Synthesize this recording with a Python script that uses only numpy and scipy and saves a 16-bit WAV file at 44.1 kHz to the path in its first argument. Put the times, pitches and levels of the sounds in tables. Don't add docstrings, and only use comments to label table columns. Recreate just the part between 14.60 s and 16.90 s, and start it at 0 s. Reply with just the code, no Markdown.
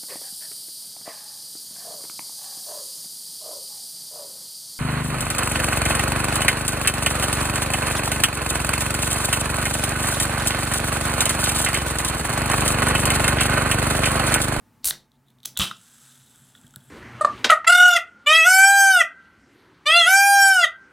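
import sys
import numpy as np
from scipy import signal
from scipy.fft import rfft, irfft, next_fast_len
from scipy.io import wavfile
from scipy.ndimage import uniform_filter1d, map_coordinates

SR = 44100
rng = np.random.default_rng(int(sys.argv[2]) if len(sys.argv) > 2 else 0)


def to_linear_factor(level_db):
    exponent = np.asarray(level_db, float) / 20
    return 10 ** exponent


def pcm_store(signal):
    levels = np.round(np.clip(np.atleast_2d(signal), -1, 1) * 32767)
    wavfile.write(sys.argv[1], SR, levels.astype(np.int16).T)


N = 101429


def unit(x):
    return x / np.sqrt(np.mean(x ** 2) + 1e-20)


def noise():
    return rng.standard_normal(N)


def along(points, hz):
    f, v = np.transpose(points)
    return np.interp(np.log(hz + 1), np.log(f + 1), v)


def level(rows, outside=-120):
    s, db = np.transpose(rows)
    return to_linear_factor(np.interp(np.arange(N) / SR, s, db, left=outside))


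def wobble(rate):
    knots = rng.standard_normal(int(N * rate / SR) + 4)
    return map_coordinates(knots, [np.arange(N) * rate / SR])


def filtered(x, response):
    m = next_fast_len(len(x.T) + 8192)
    return irfft(rfft(x, m) * response(np.fft.rfftfreq(m, 1 / SR)), m)[..., :len(x.T)]


def peak(f, hz, width):
    return 1j * f * width / (hz * hz - f * f + 1j * f * width)


def hollow(x, colour, cavity):
    def response(f):
        resonances = sum((to_linear_factor(db) - 1) * peak(f, hz, w) for hz, w, db in cavity)
        return to_linear_factor(along(colour, f)) * (1 + resonances)
    return unit(filtered(x, response))


def patchy(x):
    z = signal.stft(x, nperseg=256)[2]
    field = uniform_filter1d(rng.standard_normal(z.shape), size=4, axis=0)
    field = uniform_filter1d(field, size=6, axis=1)
    patch_db = 3 * unit(field)
    return unit(signal.istft(z * to_linear_factor(patch_db), nperseg=256)[1][:N])


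# (time [s], peak level [dB], lid ring [Hz], bright crack [dB], T60 [s])
SNAPS = [(0.2448, -15.5, 4250, 1.5, 0.0058), (0.2854, -12, 5000, -11, 0.0069),
         (0.3084, -12.5, 4090, -20, 0.0095), (0.3084, -18, 2120, -28, 0.0065),
         (.518, -51.5, 3700, -11, 0.01), (0.703, -56, 3650, -2, 0.016), (0.786, -53, 3500, -12, 0.0066),
         (0.803, -51, 3900, -10, 0.011), (0.832, -41.5, 3800, -6, 0.016),
         (0.839, -41.5, 3700, -11.5, 0.0094), (0.8498, -33, 3700, -24, 0.011),
         (0.8538, -23, 5000, -9.5, 0.0076), (0.8569, -24, 5450, 7.5, 0.014),
         (0.8572, -25, 3530, -30, 0.019), (0.8545, -33.5, 1980, -30, 0.0066),
         (0.9736, -15.5, 3400, -0.5, 0.014), (0.9755, -24.5, 7500, -6, 0.03),
         (0.9823, -31, 3300, -24, 0.028), (0.9904, -14.5, 9000, 4, 0.0059),
         (1.0062, -13.5, 2800, -27, .012)]
# (time [s], peak level [dB], lid ring [Hz], bright crack [dB], T60 [s])
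TICKS = [
    (1.113, -27, 3300, -26, .01),
    (1.759, -40.5, 7700, -15, 0.0062),
    (1.951, -42, 1970, -30, 0.0069),
    (2.014, -42, 7340, -10, 0.0055),
    (2.079, -44, 7600, -8, 0.0052),
    (2.108, -44, 6500, -12, 0.0067),
    (2.138, -44, 7400, -10, 0.0066),
    (2.1599, -29.5, 3600, 5.5, 0.0048),
    (2.0672, -44, 7900, -20, 0.011),
]
# (frequency [Hz], width [Hz], level [dB])
LID_MODES = [(1400, 360, -1), (1900, 170, 2), (3620, 497, 0.5), (4440, 790, -3), (5600, 1600, -2),
             (6500, 680, 5), (7500, 1900, 3)]


def snaps(rows):
    reach_oct, sharp, thump_db = 0.47, 1.4, -15.5
    out, t = np.zeros(N + SR), np.arange(SR // 20) / SR
    click = 1. * (t == 0)
    for s, db, hz, bright_db, t60 in rows:
        def lid(f):
            total = 0
            for k, (centre, width, mode_db) in enumerate(LID_MODES):
                near = 0.029 + np.exp(-(np.log2(centre / hz) / reach_oct) ** 2)
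                total = total + (-1) ** k * to_linear_factor(mode_db) * near * peak(f, centre, width)
            return total

        def norm(v):
            return v / np.linalg.norm(v) * np.sqrt(t60 * SR / 28)

        jolt, scrape = rng.standard_normal((2, len(t))) * to_linear_factor(-60 * t / t60)
        jolt[0] = sharp * np.sqrt(t60 * SR / 14)
        scrape *= 1 - np.exp(-t / .0003)
        scrape[3] = .4 * jolt[0]
        ring = filtered(jolt, lid)
        thump = filtered(click, lambda f: peak(f, 1300, 2600))
        crack = filtered(scrape, lambda f: peak(f, 10500, 8000) ** 2)
        snap = norm(ring) + to_linear_factor(thump_db) * norm(thump) + to_linear_factor(bright_db) * norm(crack)
        out[round(s * SR):][:len(t)] += to_linear_factor(db) * snap
    return out[:N]


# (time [s], level [dB])
SEEP = [(.228, -89.5), (.231, -60.5), (.241, -54.5), (.245, -45.5), (.252, -57), (.26, -100)]
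JET = [(.236, -92), (.242, -54.5), (.246, -30), (.2525, -23.5), (.2545, -22), (.3, -23.5), (.307, -26),
       (.313, -47), (.33, -95)]
RUSH = [(.9955, -90), (.9962, -17.5), (1.002, -30.5), (1.007, -23.5), (1.0125, -30), (1.017, -23.5),
        (1.03, -26.5), (1.11, -48.5), (1.3, -100)]
HOWL = [(.9955, -90), (.997, -28), (1.003, -23), (1.012, -37), (1.015, -24), (1.028, -25.5), (1.06, -33),
        (1.1, -43), (1.25, -74)]
# (frequency [Hz], density [dB per Hz])
JET_COLOUR = [(88, -46.5), (150, -23.5), (2050, -19), (2700, -16), (4170, -8.5), (6840, -7.5), (9770, -2),
              (14200, -2.5), (17000, -13)]
RUSH_COLOUR = [(60, -11), (180, 2.5), (300, -21.5), (1860, -15.5), (3250, -6), (6600, -15.5), (12100, -18),
               (17000, -26.5)]
# (frequency [Hz], width [Hz], level [dB])
RUSH_CAVITY = [(1264, 310, 13.8), (2800, 220, 2.1), (3300, 470, 1.5), (8660, 2000, 7)]
HOWL_MODES = [(2790, 193, -2), (3093, 260, 2.5), (3400, 300, 1), (3690, 430, -1.5), (5000, 1380, -12)]


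def gas():
    seep = unit(filtered(noise(), lambda f: peak(f, 4500, 2200) ** 2))
    jet = hollow(noise() * to_linear_factor(3.3 * wobble(1500)), JET_COLOUR, [(8500, 3000, 4.3)])
    rush = hollow(noise() * to_linear_factor(1.5 * wobble(900)), RUSH_COLOUR, RUSH_CAVITY)
    breath = noise() * to_linear_factor(1.2 * wobble(300))
    howl = unit(filtered(breath, lambda f: sum(to_linear_factor(db) * peak(f, hz, w) ** 2 for hz, w, db in HOWL_MODES)))
    return level(SEEP) * seep + level(JET) * jet + level(RUSH) * rush + level(HOWL) * howl


# (time [s], level [dB])
FIZZ = [(1.08, -64.5), (1.22, -55.5), (1.45, -59.5), (2.3, -59.5)]
FOAM = [(1.08, 3), (1.25, 2.5), (1.45, 4), (1.7, 1), (1.8, -4.5), (2.05, -2.5), (2.3, -10)]
# (frequency [Hz], density [dB per Hz])
FIZZ_COLOUR = [(400, -14), (1000, -13.5), (2500, -13), (4600, -11), (8000, -6.5), (12000, -8.5),
               (13500, -16), (17000, -18.5)]
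# (frequency [Hz], width [Hz], level over the rest [dB])
CAVITY = [(1480, 540, 10), (3600, 1200, 7.5), (5030, 310, 5), (6250, 460, 6.5), (7760, 1600, 5),
          (9400, 1200, -0.5)]
# (frequency [Hz], width [Hz], level [dB])
PING_MODES = [(1450, 490, -4), (3470, 770, -6), (7710, 840, 1), (9800, 4300, 0)]


def fizz():
    pops = (rng.random(N) < 3000 / SR) * noise()
    pops = pops * to_linear_factor(np.minimum(3.5 * rng.exponential(size=N), 10))
    pings = 0
    for k, (hz, width, db) in enumerate(PING_MODES):
        shifted = np.roll(pops, 3001 * k)
        pings = pings + to_linear_factor(db) * unit(filtered(shifted, lambda f: peak(f, hz, width) ** 2))
    seethe = level(FOAM) * hollow(noise() * to_linear_factor(2.34 * wobble(400)), FIZZ_COLOUR, CAVITY)
    return level(FIZZ) * to_linear_factor(-1.5 + 3.0 * wobble(6.0)) * (patchy(pings) + seethe)


# (time [s], length [s], level [dB])
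RUBS = [
    (0.549, 0.024, -71),
    (0.693, 0.06, -69.5),
    (1.522, 0.076, -61.5),
    (1.664, 0.24, -66.5),
    (1.97, 0.04, -60.5),
    (2.233, 0.044, -80),
]


def rubs():
    t = np.arange(N) / SR
    stroke = sum(to_linear_factor(db) * np.exp(-((t - s) / (length / 2)) ** 2) for s, length, db in RUBS)
    rough = noise() * to_linear_factor(3.5 * wobble(250))
    return stroke * unit(filtered(rough, lambda f: peak(f, 3700, 900) ** 2 + .2 * peak(f, 9000, 9000)))


# (time [s], peak level [dB], pitch [Hz], T60 [s])
CLINKS = [(.565, -66, 3830, .02), (.956, -41.5, 3400, 0.028), (0.9672, -26, 3400, 0.039),
          (0.967, -35.5, 1450, 0.034), (1.1122, -20, 1300, .014), (1.116, -36, 1230, 0.06),
          (1.004, -21, 1175, 0.028), (1.1125, -26.5, 1970, 0.0083), (1.166, -45, 7060, 0.023),
          (1.951, -41, 3400, 0.024), (1.951, -47, 1450, .03), (1.9748, -45, 3350, 0.026),
          (2.036, -51, 3300, 0.019), (2.044, -56, 1600, 0.055), (2.068, -44.5, 3210, 0.018),
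          (2.070, -55, 1450, .015), (2.140, -44, 1366, 0.034), (2.140, -48, 3220, .02),
          (2.161, -45, 1450, 0.033), (2.206, -56, 3340, 0.036)]


def clinks():
    rise_s, spacing = 0.00092, 0.115
    out, t = np.zeros(N + SR), np.arange(SR // 10) / SR
    for s, db, hz, t60 in CLINKS:
        spread, phase = rng.random(2)
        twin_hz = hz * (1 + spacing * (.5 + spread))
        pair = np.sin(2 * np.pi * hz * t) + 0.57 * np.sin(2 * np.pi * (twin_hz * t + phase))
        out[round(s * SR):][:len(t)] += to_linear_factor(db - 60 * t / t60) * (1 - np.exp(-t / rise_s)) * pair
    return out[:N] * to_linear_factor(2.5 * wobble(900))


# (time [s], ring level [dB], thud level [dB], thud period [s])
PUSHES = [
    (0.263, -70, -26, 0.038),
    (.31, -41, -64, 0.011),
    (.857, -53.5, -68, 0.014),
    (.970, -52, -41, 0.015),
    (.996, -27.5, -18, 0.0127),
    (1.113, -56, -41.5, 0.0059),
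    (2.03, -74, -47, 0.0045),
    (2.045, -59, -40.5, 0.0072),
    (2.168, -53, -38, 0.0071),
]
# (frequency [Hz], level [dB], T60 [s])
TABLE_MODES = [(140.4, -2, 0.33), (190.3, -3.5, 0.29), (345, -12.5, 0.35), (536.5, -19, 0.28),
               (606, -17.5, 0.16), (667.5, -20, 0.39)]


def table():
    out, t = np.zeros(N + SR), np.arange(SR // 2) / SR
    for s, ring_db, thud_db, period in PUSHES:
        ring = 0
        for hz, db, t60 in TABLE_MODES:
            mode_db = db + rng.normal(0, 2.7)
            ring = ring + to_linear_factor(mode_db - 60 * t / t60) * np.sin(2 * np.pi * hz * t)
        ring = ring * (1 - np.exp(-t / 0.0014))
        u = t / period
        thud = np.sin(2 * np.pi * u ** .85) * np.exp(-u / 1.05)
        out[round(s * SR):][:len(t)] += to_linear_factor(ring_db) * ring + to_linear_factor(thud_db) * thud
    return out[:N]


# (frequency [Hz], T60 [s])
ROOM_T60 = [(150, 0.56), (1000, 0.18), (4000, 0.22), (8000, 0.2), (16000, 0.16)]
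# (frequency [Hz], level [dB])
WALLS = [(70, -2.5), (300, 4.5), (900, 6), (1900, 1.5), (2600, 6), (3900, -3.5), (5200, 5.5), (7000, 0.5),
         (10000, -2.5), (16000, 1.5)]


def room(x):
    gap_s, rise_s, scatter_db = 0.016, 0.0024, 2
    hz, t, z = signal.stft(rng.standard_normal((2, SR // 2)), SR, nperseg=128)
    onset = to_linear_factor(scatter_db) + 1 / (1 + np.exp(-(t - gap_s) / (rise_s / 4)))
    decay = to_linear_factor(-60 * t / along(ROOM_T60, hz)[:, None])
    tail = signal.istft(z * onset * decay, SR, nperseg=128)[1]
    x = filtered(x, lambda f: to_linear_factor(along(WALLS, f)))
    return signal.fftconvolve(x[None], tail / np.linalg.norm(tail[0]), axes=1)[:, :N]


# (frequency [Hz], density [dB per Hz])
HISS_COLOUR = [(15, -38), (25, -2), (241, -5.5), (490, -15.5), (868, -14), (2020, -20.5), (3490, -28),
               (14400, -30), (17000, -34.5)]
# (frequency [Hz], width [Hz], rms level [dB])
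HUM = [(50, 11, -73.5), (108, 25, -70.5), (180, 24, -76.5), (239, 42, -66.5), (882, 39, -78)]
# (time [s], gain [dB])
GAIN = [(0, 3), (.24, 3.5), (.33, 2.5), (.5, -3), (.85, -2), (1.0, 6), (1.2, -3.5), (2.3, 3)]
# (time [s], rms level [dB])
DRONE = [(0, -87), (.15, -68.5), (.45, -75.5), (.56, -68.5), (.9, -59.5), (1.25, -84), (1.31, -64),
         (1.38, -72), (1.44, -62), (1.63, -61), (1.75, -76), (1.83, -60.5), (1.93, -61), (2.0, -88),
         (2.12, -59), (2.3, -56)]


def floor():
    hiss = np.array([hollow(noise(), HISS_COLOUR, []) for _ in range(2)])
    hiss = hiss * to_linear_factor(-64.5 + 0.72 * wobble(5.9))
    hum = 0
    for hz, width, db in HUM:
        band = unit(filtered(rng.standard_normal((2, N)), lambda f: peak(f, hz, width) ** 2))
        hum = hum + to_linear_factor(db + 1 * wobble(8.6)) * band
    drone_hz = 133.4 + 2.8 * wobble(18.0)
    drone = np.sqrt(2) * np.sin(2 * np.pi * np.cumsum(drone_hz) / SR) * to_linear_factor(2.5 * wobble(37))
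    return level(GAIN) * (hiss + hum) + level(DRONE) * drone * [[1], [.1]]


# (frequency [Hz], side over mid [dB])
SIDE_LEVEL = [(60, -13), (150, -22.5), (380, -18), (950, -15), (2380, -26), (6000, -17.5), (11000, -15.5),
              (12500, -30)]


def scene():
    metal, ticks, flow, chinks, wood = snaps(SNAPS), snaps(TICKS), gas(), clinks(), table()
    bubbles = fizz() + rubs()
    can = metal + flow + bubbles + chinks + ticks
    to_room = to_linear_factor(7) * metal + flow + to_linear_factor(-5.5) * bubbles + to_linear_factor(-1) * chinks + to_linear_factor(-2) * ticks
    mid, side = to_linear_factor(-16) * room(to_room) + floor()
    side = to_linear_factor(3.5) * side + to_linear_factor(-3.5) * np.roll(can, 9) + to_linear_factor(-5.5) * np.roll(wood, 110)
    side = filtered(side, lambda f: to_linear_factor(along(SIDE_LEVEL, f)))
    mid = mid + can + wood
    return np.array([mid + side, mid - side])


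def band_limit(x):
    return signal.sosfilt(signal.butter(12, 17870, fs=SR, output="sos"), x)


def record(dry):
    low_cut_hz, top_hz = 41.3, 16700
    mix = filtered(dry, lambda f: (1j * f / (low_cut_hz + 1j * f)) ** 3 / (1 + (f / top_hz) ** 60))
    return band_limit(mix)


dry = scene()
out = record(dry)
pcm_store(out)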